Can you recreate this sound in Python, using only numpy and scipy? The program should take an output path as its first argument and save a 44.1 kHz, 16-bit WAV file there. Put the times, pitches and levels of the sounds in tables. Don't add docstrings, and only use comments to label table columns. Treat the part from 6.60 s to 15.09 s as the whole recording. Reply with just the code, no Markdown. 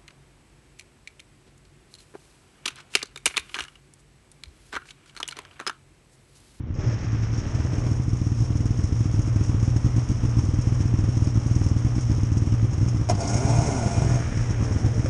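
import sys
import numpy as np
from scipy import signal
from scipy.fft import rfft, irfft
from scipy.io import wavfile
from scipy.ndimage import uniform_filter1d, map_coordinates

SR = 44100
rng = np.random.default_rng(int(sys.argv[2]) if len(sys.argv) > 2 else 0)


def wrap_up_sound(samples):
    columns = np.atleast_2d(samples).T
    tamed = np.clip(columns, -1, 1)
    steps = np.round(tamed * 32767).astype(np.int16)
    wavfile.write(sys.argv[1], SR, steps)


N = 374409
TIME = np.arange(N) / SR

GAITS = {"lope": (3, 5), "trot": (3,), "double": (1, 7), "stutter": (1, 2, 1, 4), "lone": (8,)}
# start in seconds, rhythm name.
SPELLS = [(.003, "lone"), (0.102, "lone"), (.185, "trot"), (0.239, "lone"), (0.339, "lone"),
          (.426, "double"), (0.529, "double"), (0.629, "lone"), (.729, "lope"), (.948, "trot"),
          (1.131, "lope"), (1.479, "lope"), (1.614, "trot"), (1.803, "double"), (1.903, "trot"),
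          (2.189, "lope"), (2.405, "lope"), (2.759, "lope"), (3.244, "double"), (3.362, "double"),
          (3.836, "trot"), (4.070, "lope"), (4.338, "trot"), (4.569, "trot"), (4.755, "double"),
          (4.86, "trot"), (5.247, "double"), (5.363, "double"), (5.580, "lope"), (5.717, "trot"),
          (5.921, "double"), (6.026, "double"), (6.127, "lone"), (6.178, "lone"), (6.211, "stutter"),
          (6.512, "lone"), (6.551, "lone"), (6.651, "lone"), (6.752, "lone"), (6.849, "lone"),
          (7.378, "lone"), (7.463, "lope"), (7.72, "lone"), (7.770, "lone"), (7.904, "lone"),
          (8.006, "double"), (8.109, "stutter"), (8.159, "lone"), (8.244, "double"), (8.444, "lone")]
# time in seconds, relative level in dB.
STRENGTH = [(0, -8.5), (.235, -6), (.285, 7), (.33, -7.5), (.55, -7.5), (1.08, -3.5), (1.13, -2.5), (3, 0),
            (5.8, -0.5), (6.25, -2.5), (6.66, -5.5), (6.75, -0.5), (7, -0.5), (7.12, -4), (7.25, -3),
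            (7.4, -1.5), (7.7, -10), (7.78, -1.5), (8.1, -2.5), (8.25, -0.5), (8.49, -3)]
# frequency in Hz, relative level in dB.
MUFFLER = [(20, -33), (40, -7.5), (60, -9.5), (100, 3), (125, -1.5), (170, -12.5), (250, -16), (305, -13.5),
           (350, -21.5), (420, -43), (800, -66.5), (2500, -117.5), (8000, -110)]
# multiple of the stroke rate, relative level in dB.
HUM = [(1, -10.5), (2, 0.5), (3, -24), (4, -17), (5, -18.5)]
# time in seconds, clatter level in dB, jingle level in dB.
IDLE = [(0, -56, -73), (.175, -53, -64.5), (.2, -46.5, -48.5), (1.2, -45, -49.5), (1.45, -48.5, -52.5),
        (3.2, -46, -50), (6.4, -46.5, -51.5), (7.6, -43.5, -48), (8.49, -45.5, -49.5)]
# time in seconds, level in dB.
RASP_LEVEL = [(.16, -72), (.22, -53), (.45, -51), (1.25, -62), (1.45, -76), (7.3, -72), (7.5, -46.5),
              (7.8, -46.5), (8.2, -61)]
# frequency in Hz, relative level in dB.
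RASP = [(300, -24.5), (900, -8), (1150, 2), (1430, -1.5), (1750, 0), (2080, -8), (2450, -4.5), (2900, -19),
        (6000, -49)]
# frequency in Hz, relative level in dB.
CLATTER = [(150, 9), (330, 3.5), (450, 2), (700, -3), (1200, -4), (1650, -11), (2000, -11), (2500, -14),
           (3200, -16), (4200, -28.5), (7000, -41), (11000, -52)]
# frequency in Hz, relative level in dB.
CLUTCH = [(2500, -12.5), (4400, -16), (4900, -9.5), (5350, 0.5), (5700, 2), (6100, -5), (6500, -1.5),
          (6950, -11), (7800, -15.5), (9000, -16.5), (10150, -22.5), (10700, -43.5)]
# frequency in Hz, relative level in dB.
STEEL = [(4643, -20.5), (5701, -5.5), (6405, 2.5), (6589, -2.5), (6950, -4.5), (7230, -5.5), (7624, -8),
         (7768, -6), (8580, -7.5), (9100, -10.5)]
# frequency in Hz, relative level in dB.
OTHERS = [(12, -24), (25, -10), (50, -4.5), (80, 15.5), (105, -6), (150, 1), (220, -5), (300, -14),
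          (420, -14.5), (900, -40), (5000, -89.5)]
# time in seconds, level in dB.
SECOND_HUM = [(0, -41), (.4, -33), (.65, -25), (1.05, -48), (2.2, -34.5), (2.6, -25), (4.2, -38.5),
              (6.3, -27), (7.7, -47), (7.9, -32), (8.49, -29)]
# frequency in Hz, relative level in dB.
WIND = [(10, -19.5), (22, -15.5), (30, 0.5), (42, 5.5), (70, -25.5), (300, -77.5)]
# start in seconds, length in seconds, first firing rate in Hz,
# last firing rate in Hz, level at its loudest in dB.
RUN_DOWNS = [(0.15, 0.199, 77.5, 75.6, -36.5), (0.719, 0.71, 75.04, 52.2, -41.5),
             (7.798, .72, 100.9, 69.96, -38.5)]
# frequency in Hz, relative level in dB.
DISTANT_PIPE = [(100, -17), (250, 0.5), (330, 0.5), (450, 1), (540, -7), (610, -2), (720, -10), (1000, -15),
                (2200, -18)]
# time in seconds, blow strength in dB.
THUDS = [(.161, -40.5), (.24, -43), (8.459, -27.5)]
# frequency in Hz, decay in seconds, relative level in dB.
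THUD_RING = [(392, 0.013, -9.5), (527, 0.01, 2.5), (575, 0.01, -8), (1360, .005, -12), (2090, 0.005, -16)]
# time in seconds, blow strength in dB.
CLINKS = [(.775, -21.5), (1.569, -26.5), (2.005, -30), (2.056, -25), (2.235, -24.5), (2.526, -28),
          (2.617, -24), (2.758, -32), (2.838, -23.5), (2.861, -27), (3.031, -30), (3.363, -25),
          (3.488, -22.5), (4.012, -22), (4.491, -26), (4.642, -23), (4.867, -23), (4.952, -22),
          (5.038, -22), (5.087, -23), (5.264, -30), (5.357, -27), (5.409, -21), (5.777, -22.5),
          (6.132, -23), (6.285, -20), (6.605, -16.5), (6.675, -13), (6.696, -14), (6.742, -14.5),
          (6.767, -15)]
# time in seconds, blow strength in dB, share of steel in dB.
CLACKS = [(6.489, -23, 2), (6.4955, -24, 5), (6.4985, -14.5, -14), (6.5014, -23, -18), (6.5058, -28, -4),
          (6.5125, -22, -13), (6.5195, -38, -22), (6.55, -34, 4)]
# frequency in Hz, decay in seconds, relative level in dB.
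CLACK_RING = [(206, 0.089, -16), (410, 0.0091, -14), (630, 0.0086, -8), (698, 0.01, -7), (865, .012, -23),
              (958, 0.01, -18), (2050, 0.014, -28)]
# frequency in Hz, width in Hz, relative weight in dB.
HOOD = [(688, 34, 6.5), (770, 130, -11), (1430, 56, -5.5), (2123, 73, -10.5), (2270, 64, -14),
        (2415, 34, -10.5)]
# time in seconds, firing rate in Hz.
FLARE_SPEED = [(6.54, 59.26), (6.65, 91.99), (6.72, 100.4), (6.85, 138), (6.95, 151.2), (7.03, 154.9),
               (7.11, 139.2), (7.26, 104.5), (7.42, 71.65), (7.52, 61), (7.65, 59.3)]
# time in seconds, level in dB.
FLARE_EXHAUST = [(6.53, -27), (6.62, -40), (6.77, -32), (6.95, -27.5), (7.1, -28.5), (7.32, -35),
                 (7.4, -23), (7.55, -22), (7.7, -31.5), (8.49, -44)]
# frequency in Hz, relative level in dB.
FLARE_PIPE = [(40, -4.5), (80, 3.5), (115, 7.5), (140, 9.5), (185, -4), (300, -11.5), (450, -17.5),
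              (700, -21), (2000, -68), (8000, -88)]
# frequency in Hz, relative level in dB.
FLARE_NOTE = [(100, -20), (200, 12), (260, 5.5), (330, 5.5), (470, -3.5), (600, 0), (720, -3), (800, -1.5),
              (930, -9), (1200, -18), (1450, -12.5), (1800, -21), (2200, -15), (2450, -19), (2800, -42)]
# frequency in Hz, relative level in dB.
FLARE_PANELS = [(150, -22.5), (400, 4.5), (600, -9), (780, 4.5), (950, 1.5), (1200, -7.5), (1800, -16),
                (2250, -23), (2800, -17), (4300, -21), (8000, -23), (11000, -46)]
# frequency in Hz, relative level in dB.
FLARE_CLUTCH = [(3000, -34), (4600, -21), (5300, -3.5), (5750, -0.5), (6100, -11.5), (6500, 0), (7100, -14),
                (8500, -16.5), (9700, -19), (10600, -38.5)]
# time in seconds, pitch in Hz, level in dB.
SQUEAKS = [(6.552, 4960, -48), (6.611, 4600, -43), (6.633, 4680, -46), (6.651, 4780, -44),
           (6.684, 4600, -44)]

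STROKE_HZ = 59.3
CLEARING_STROKES = 3
PUTT_DB, PUTT_SCATTER_DB, HUM_DB = -11.5, 0.74, -25.5
SWELL_SHARE = 0.7
CLINKS_PER_S, SOFT_CLINK_DB = 3, -27
CATCH_S, IDLE_HZ = 6.54, 59.2
ATTACK_S, HOLD_S, RELEASE_S = 0.059, 0.96, 0.14
# base dB at idle, dB added by effort, dB per octave of speed
HOOD_LAW, CLUTCH_LAW = (-46, 15.65, 3), (-56.5, 13.2, 3.4)
SURGE_DB = 7.5
DULL_HZ, OPENS_S, TOP_HZ = 7050, 1.35, 11000


def amp(db):
    return 10 ** (np.asarray(db) / 20)


def unit(x):
    return x / np.sqrt(np.mean(x ** 2))


def curves(table):
    s, *columns = np.transpose(table)
    return [np.interp(TIME, s, c) for c in columns]


def noise():
    return rng.standard_normal(N)


def walk(rate):
    knots = rng.standard_normal(4096)
    return map_coordinates(knots, [TIME * rate], order=2, mode="wrap")


def response(points, size=8192):
    hz, db = np.transpose(points)
    f = np.maximum(np.fft.rfftfreq(size, 1 / SR), 1)
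    cepstrum = irfft(np.log(amp(np.interp(np.log(f), np.log(hz), db))))
    cepstrum[1:size // 2] *= 2
    cepstrum[size // 2 + 1:] = 0
    h = irfft(np.exp(rfft(cepstrum)))
    return h / np.abs(h).max()


def ring(x, h):
    return signal.oaconvolve(x, h)[:N]


def strikes(times, sizes):
    at = np.clip(np.asarray(times) * SR, 0, N - 2)
    i = at.astype(int)
    late = at - i
    return np.bincount(i, sizes * (1 - late), N) + np.bincount(i + 1, sizes * late, N)


def fade(x, decay_s):
    return signal.lfilter([1], [1, -np.exp(-1 / (decay_s * SR))], x + 1e-18)


def strokes(turns, scatter_db, jitter_s):
    times = TIME[1:][np.diff(np.floor(turns)) > 0]
    chance = rng.uniform(-np.sqrt(3), np.sqrt(3), (len(times), 2))
    return strikes(times + jitter_s * chance[:, 0], amp(scatter_db * chance[:, 1]))


def steady(x, size=8000):
    return x / np.sqrt(np.abs(uniform_filter1d(x ** 2, size)) + 1e-12)


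def modes(table, size=8192):
    t = TIME[:size]
    return sum(amp(db) * np.exp(-t / decay_s) * np.sin(2 * np.pi * hz * t) for hz, decay_s, db in table)


def buzz(hz, spectrum, waver_db, count):
    at_hz, at_db = np.transpose(spectrum)
    phase, out = 2 * np.pi * np.cumsum(hz) / SR, 0
    knots = np.arange(0, TIME[-1] + .04, .04)
    knot_hz = np.interp(knots, TIME, hz)
    for k in range(1, count + 1):
        waver = waver_db * rng.standard_normal(len(knots))
        gain = amp(np.interp(k * knot_hz, at_hz, at_db) + waver)
        out = out + np.interp(TIME, knots, gain) * np.sin(k * phase + rng.uniform(0, 2 * np.pi))
    return out


def crank():
    times = np.array([s for s, gait in SPELLS])
    count = np.cumsum(np.round(np.diff(times, prepend=times[0]) * STROKE_HZ))
    return np.interp(TIME, times, count - times * STROKE_HZ) + TIME * STROKE_HZ, count


def putts(turns, starts):
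    fired = []
    ends = np.append(starts[1:], turns[-1] + CLEARING_STROKES)
    for (s, gait), first, end in zip(SPELLS, starts, ends):
        gaps = np.resize(GAITS[gait], int(end - first))
        stroke = first + np.append(0, np.cumsum(gaps))
        fired.extend(stroke[stroke <= max(end - CLEARING_STROKES, first)])
    sizes = amp(PUTT_DB + PUTT_SCATTER_DB * rng.standard_normal(len(fired)))
    return strikes(np.interp(fired, turns, TIME), sizes) * amp(curves(STRENGTH)[0])


def near_exhaust(turns, firings, lag_turns=0.25, hum_waver_db=2.0, upset=0.49, wander_turns=0.043):
    pumping = turns - lag_turns + wander_turns * walk(14)
    hum = sum(-amp(db + hum_waver_db * walk(22)) * np.cos(2 * np.pi * k * pumping) for k, db in HUM)
    disturbance = uniform_filter1d(fade(firings / firings.max(), decay_s=0.018), size=400)
    swell = np.exp(-upset * disturbance)
    thumps = ring(firings, response(MUFFLER))
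    return thumps + amp(HUM_DB + curves(STRENGTH)[0]) * unit(hum * swell)


def steel(decay_s=0.013, size=4096):
    t = TIME[:size]
    return sum(amp(db) * np.sin(2 * np.pi * hz * t) for hz, db in STEEL) * np.exp(-t / decay_s)


def near_machinery(turns, firings, steel_db=-13):
    clatter_db, jingle_db = curves(IDLE)
    shake = fade(firings / firings.max(), decay_s=0.016)
    slap = fade(strokes(turns - .45, scatter_db=1.5, jitter_s=0.00056), decay_s=0.00049)
    clatter = noise() * (1 + 0.48 * shake + 0.26 * unit(slap)) * amp(0.61 * walk(40))
    rattle = fade(strokes(2 * turns, scatter_db=6.5, jitter_s=0.0018), decay_s=0.011)
    jingle = (.5 + 0.51 * unit(rattle)) * (1 + 0.85 * shake)
    clutch = unit(ring(noise() * jingle, response(CLUTCH)))
    clutch = clutch + amp(steel_db) * unit(ring(noise() * jingle, steel()))
    rasp = amp(curves(RASP_LEVEL)[0]) * unit(ring(clatter, response(RASP)))
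    hooded = amp(clatter_db + 8.0) * unit(ring(clatter, response(CLATTER)))
    return rasp + hooded + amp(jingle_db + 2.5) * unit(clutch)


def other_sleds(level_db=-33.5):
    turns = [np.cumsum(hz * (1 + .03 * walk(7))) / SR for hz in (47, 55)]
    pulses = sum(strokes(t, scatter_db=3.5, jitter_s=0.00194) for t in turns)
    thumps = unit(ring(pulses - pulses.mean(), response(OTHERS)))
    hum = np.sin(2 * np.pi * 2 * turns[1])
    return amp(level_db) * thumps + amp(curves(SECOND_HUM)[0]) * unit(hum)


def wind_buffet(level_db=-40):
    buffet = ring(noise(), response(WIND))
    return amp(level_db + 1.9 * walk(3.3)) * unit(buffet)


def distant_sled(rush_db=-4):
    glide = [point for s, length, first, last, db in RUN_DOWNS
             for point in ((s, first), (s + length, last))]
    swell = 0
    for s, length, first, last, db in RUN_DOWNS:
        arc = np.interp((TIME - s) / length, [0, SWELL_SHARE, 1], [0, np.pi / 2, np.pi])
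        swell = swell + amp(db) * np.sin(arc)
    shaky_hz = curves(glide)[0] * (1 + .012 * walk(50))
    rush = unit(ring(noise(), response(DISTANT_PIPE + [(3000, -40), (8000, -67.5)])))
    note = steady(buzz(shaky_hz, DISTANT_PIPE, waver_db=4.0, count=28))
    return swell * steady(note + amp(rush_db) * rush)


def thuds(scuff_db=-10, steel_db=-12):
    s, db = np.transpose(THUDS)
    blows = strikes(s, amp(db))
    scuff = amp(scuff_db) * unit(ring(noise(), response(RASP)))
    shake = amp(steel_db) * unit(ring(noise(), response(CLUTCH)))
    return ring(blows, modes(THUD_RING)) + (scuff + shake) * fade(blows, decay_s=0.013)


def clinks():
    s, db = np.transpose(CLINKS)
    when = rng.uniform(0, TIME[-1], size=int(CLINKS_PER_S * TIME[-1]))
    return strikes(s, amp(db)) + strikes(when, amp(SOFT_CLINK_DB)) * amp(curves(STRENGTH)[0])


def hood(damping, size=8192):
    t = TIME[:size]
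    h = sum(amp(db) * width * np.exp(-np.pi * width * damping * t) * np.sin(2 * np.pi * hz * t)
            for hz, width, db in HOOD)
    return h / np.abs(h).max()


def knocks(crack_db=-22):
    s, db, steel_db = np.transpose(CLACKS)
    blows = strikes(s, amp(db))
    crunch = ring(noise() * fade(blows, decay_s=0.026), response(FLARE_PANELS))
    panels = .6 * ring(blows, hood(damping=1.6)) + .02 * crunch
    tail = ring(blows, modes(CLACK_RING))
    scrape = fade(strikes(s, amp(db + steel_db)), decay_s=0.0077) + 0.35 * fade(clinks(), decay_s=0.014)
    clutch = response(FLARE_CLUTCH)
    metal = 0.34 * ring(noise() * scrape, clutch / np.linalg.norm(clutch))
    crack = amp(crack_db) * noise() * fade(blows, decay_s=0.005)
    return panels + tail + metal + crack


def flare():
    effort_s = np.cumsum([0, ATTACK_S, HOLD_S, RELEASE_S])
    return curves(FLARE_SPEED)[0], np.interp(TIME - CATCH_S, effort_s, [0, 1, 1, 0])


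def starting_sled(note_db=-3.5, half_orders_db=-7.5, gas_db=-6.5, steel_db=-6):
    hz, effort = flare()
    hood_level, clutch_level = (idle + push * effort + slope * np.log2(hz / IDLE_HZ)
                                for idle, push, slope in (HOOD_LAW, CLUTCH_LAW))
    evenness = np.interp(hz, [60, 108], [.45, 1])
    shaky_hz = hz * (1 + .009 * walk(90))
    pulses = strokes(np.cumsum(shaky_hz) / SR, scatter_db=4.0, jitter_s=0.0002)
    pulses = pulses * amp(SURGE_DB * evenness * np.tanh(walk(90)))
    centred = pulses - uniform_filter1d(pulses, size=2000)
    pipe = steady(ring(centred, response(FLARE_PIPE)), size=3000)
    grain = amp(2.2 * walk(130))
    growl = amp(half_orders_db) * buzz(shaky_hz / 2, FLARE_NOTE, waver_db=3, count=22)
    note = evenness * steady(grain * (buzz(shaky_hz, FLARE_NOTE, waver_db=4.5, count=20) + growl))
    puffs = 1.2 + 0.5 * steady(fade(pulses, decay_s=0.0061))
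    gas = unit(ring(noise() * puffs, response(FLARE_PANELS)))
    gas = gas + 1.25 * unit(ring(noise() * puffs, hood(damping=0.82)))
    clutch = unit(ring(noise() * puffs, response(FLARE_CLUTCH)))
    clutch = clutch + amp(steel_db) * unit(ring(noise() * puffs, steel(decay_s=0.012)))
    running = np.clip((TIME - 6.52) / 0.016, 0, 1)
    return running * (amp(curves(FLARE_EXHAUST)[0]) * pipe
                      + amp(hood_level) * (amp(note_db) * note + amp(gas_db) * unit(gas))
                      + amp(clutch_level) * unit(clutch))


def squeak(length_s=0.011, rise_hz_per_s=3000):
    waver, grip = 1 + .025 * walk(500), np.abs(walk(220))
    out = 0
    for s, hz, db in SQUEAKS:
        phase = 2 * np.pi * np.cumsum(hz * waver + rise_hz_per_s * (TIME - s)) / SR
        out = out + amp(db) * np.exp(-((TIME - s) / length_s) ** 2) * np.sin(phase)
    return grip * out


def scene():
    turns, starts = crank()
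    firings = putts(turns, starts)
    near = near_exhaust(turns, firings) + near_machinery(turns, firings)
    far = other_sleds() + distant_sled()
    return (near + far + wind_buffet() + thuds() + knocks() + starting_sled() + squeak())[None]


def record(dry):
    dull = signal.sosfiltfilt(signal.butter(3, DULL_HZ, fs=SR, output="sos"), dry)
    opened = dull + np.clip(TIME / OPENS_S, 0, 1) ** 2 * (dry - dull)
    return signal.sosfilt(signal.ellip(8, .2, 70, TOP_HZ, fs=SR, output="sos"), opened)


dry = scene()
out = record(dry)
wrap_up_sound(out)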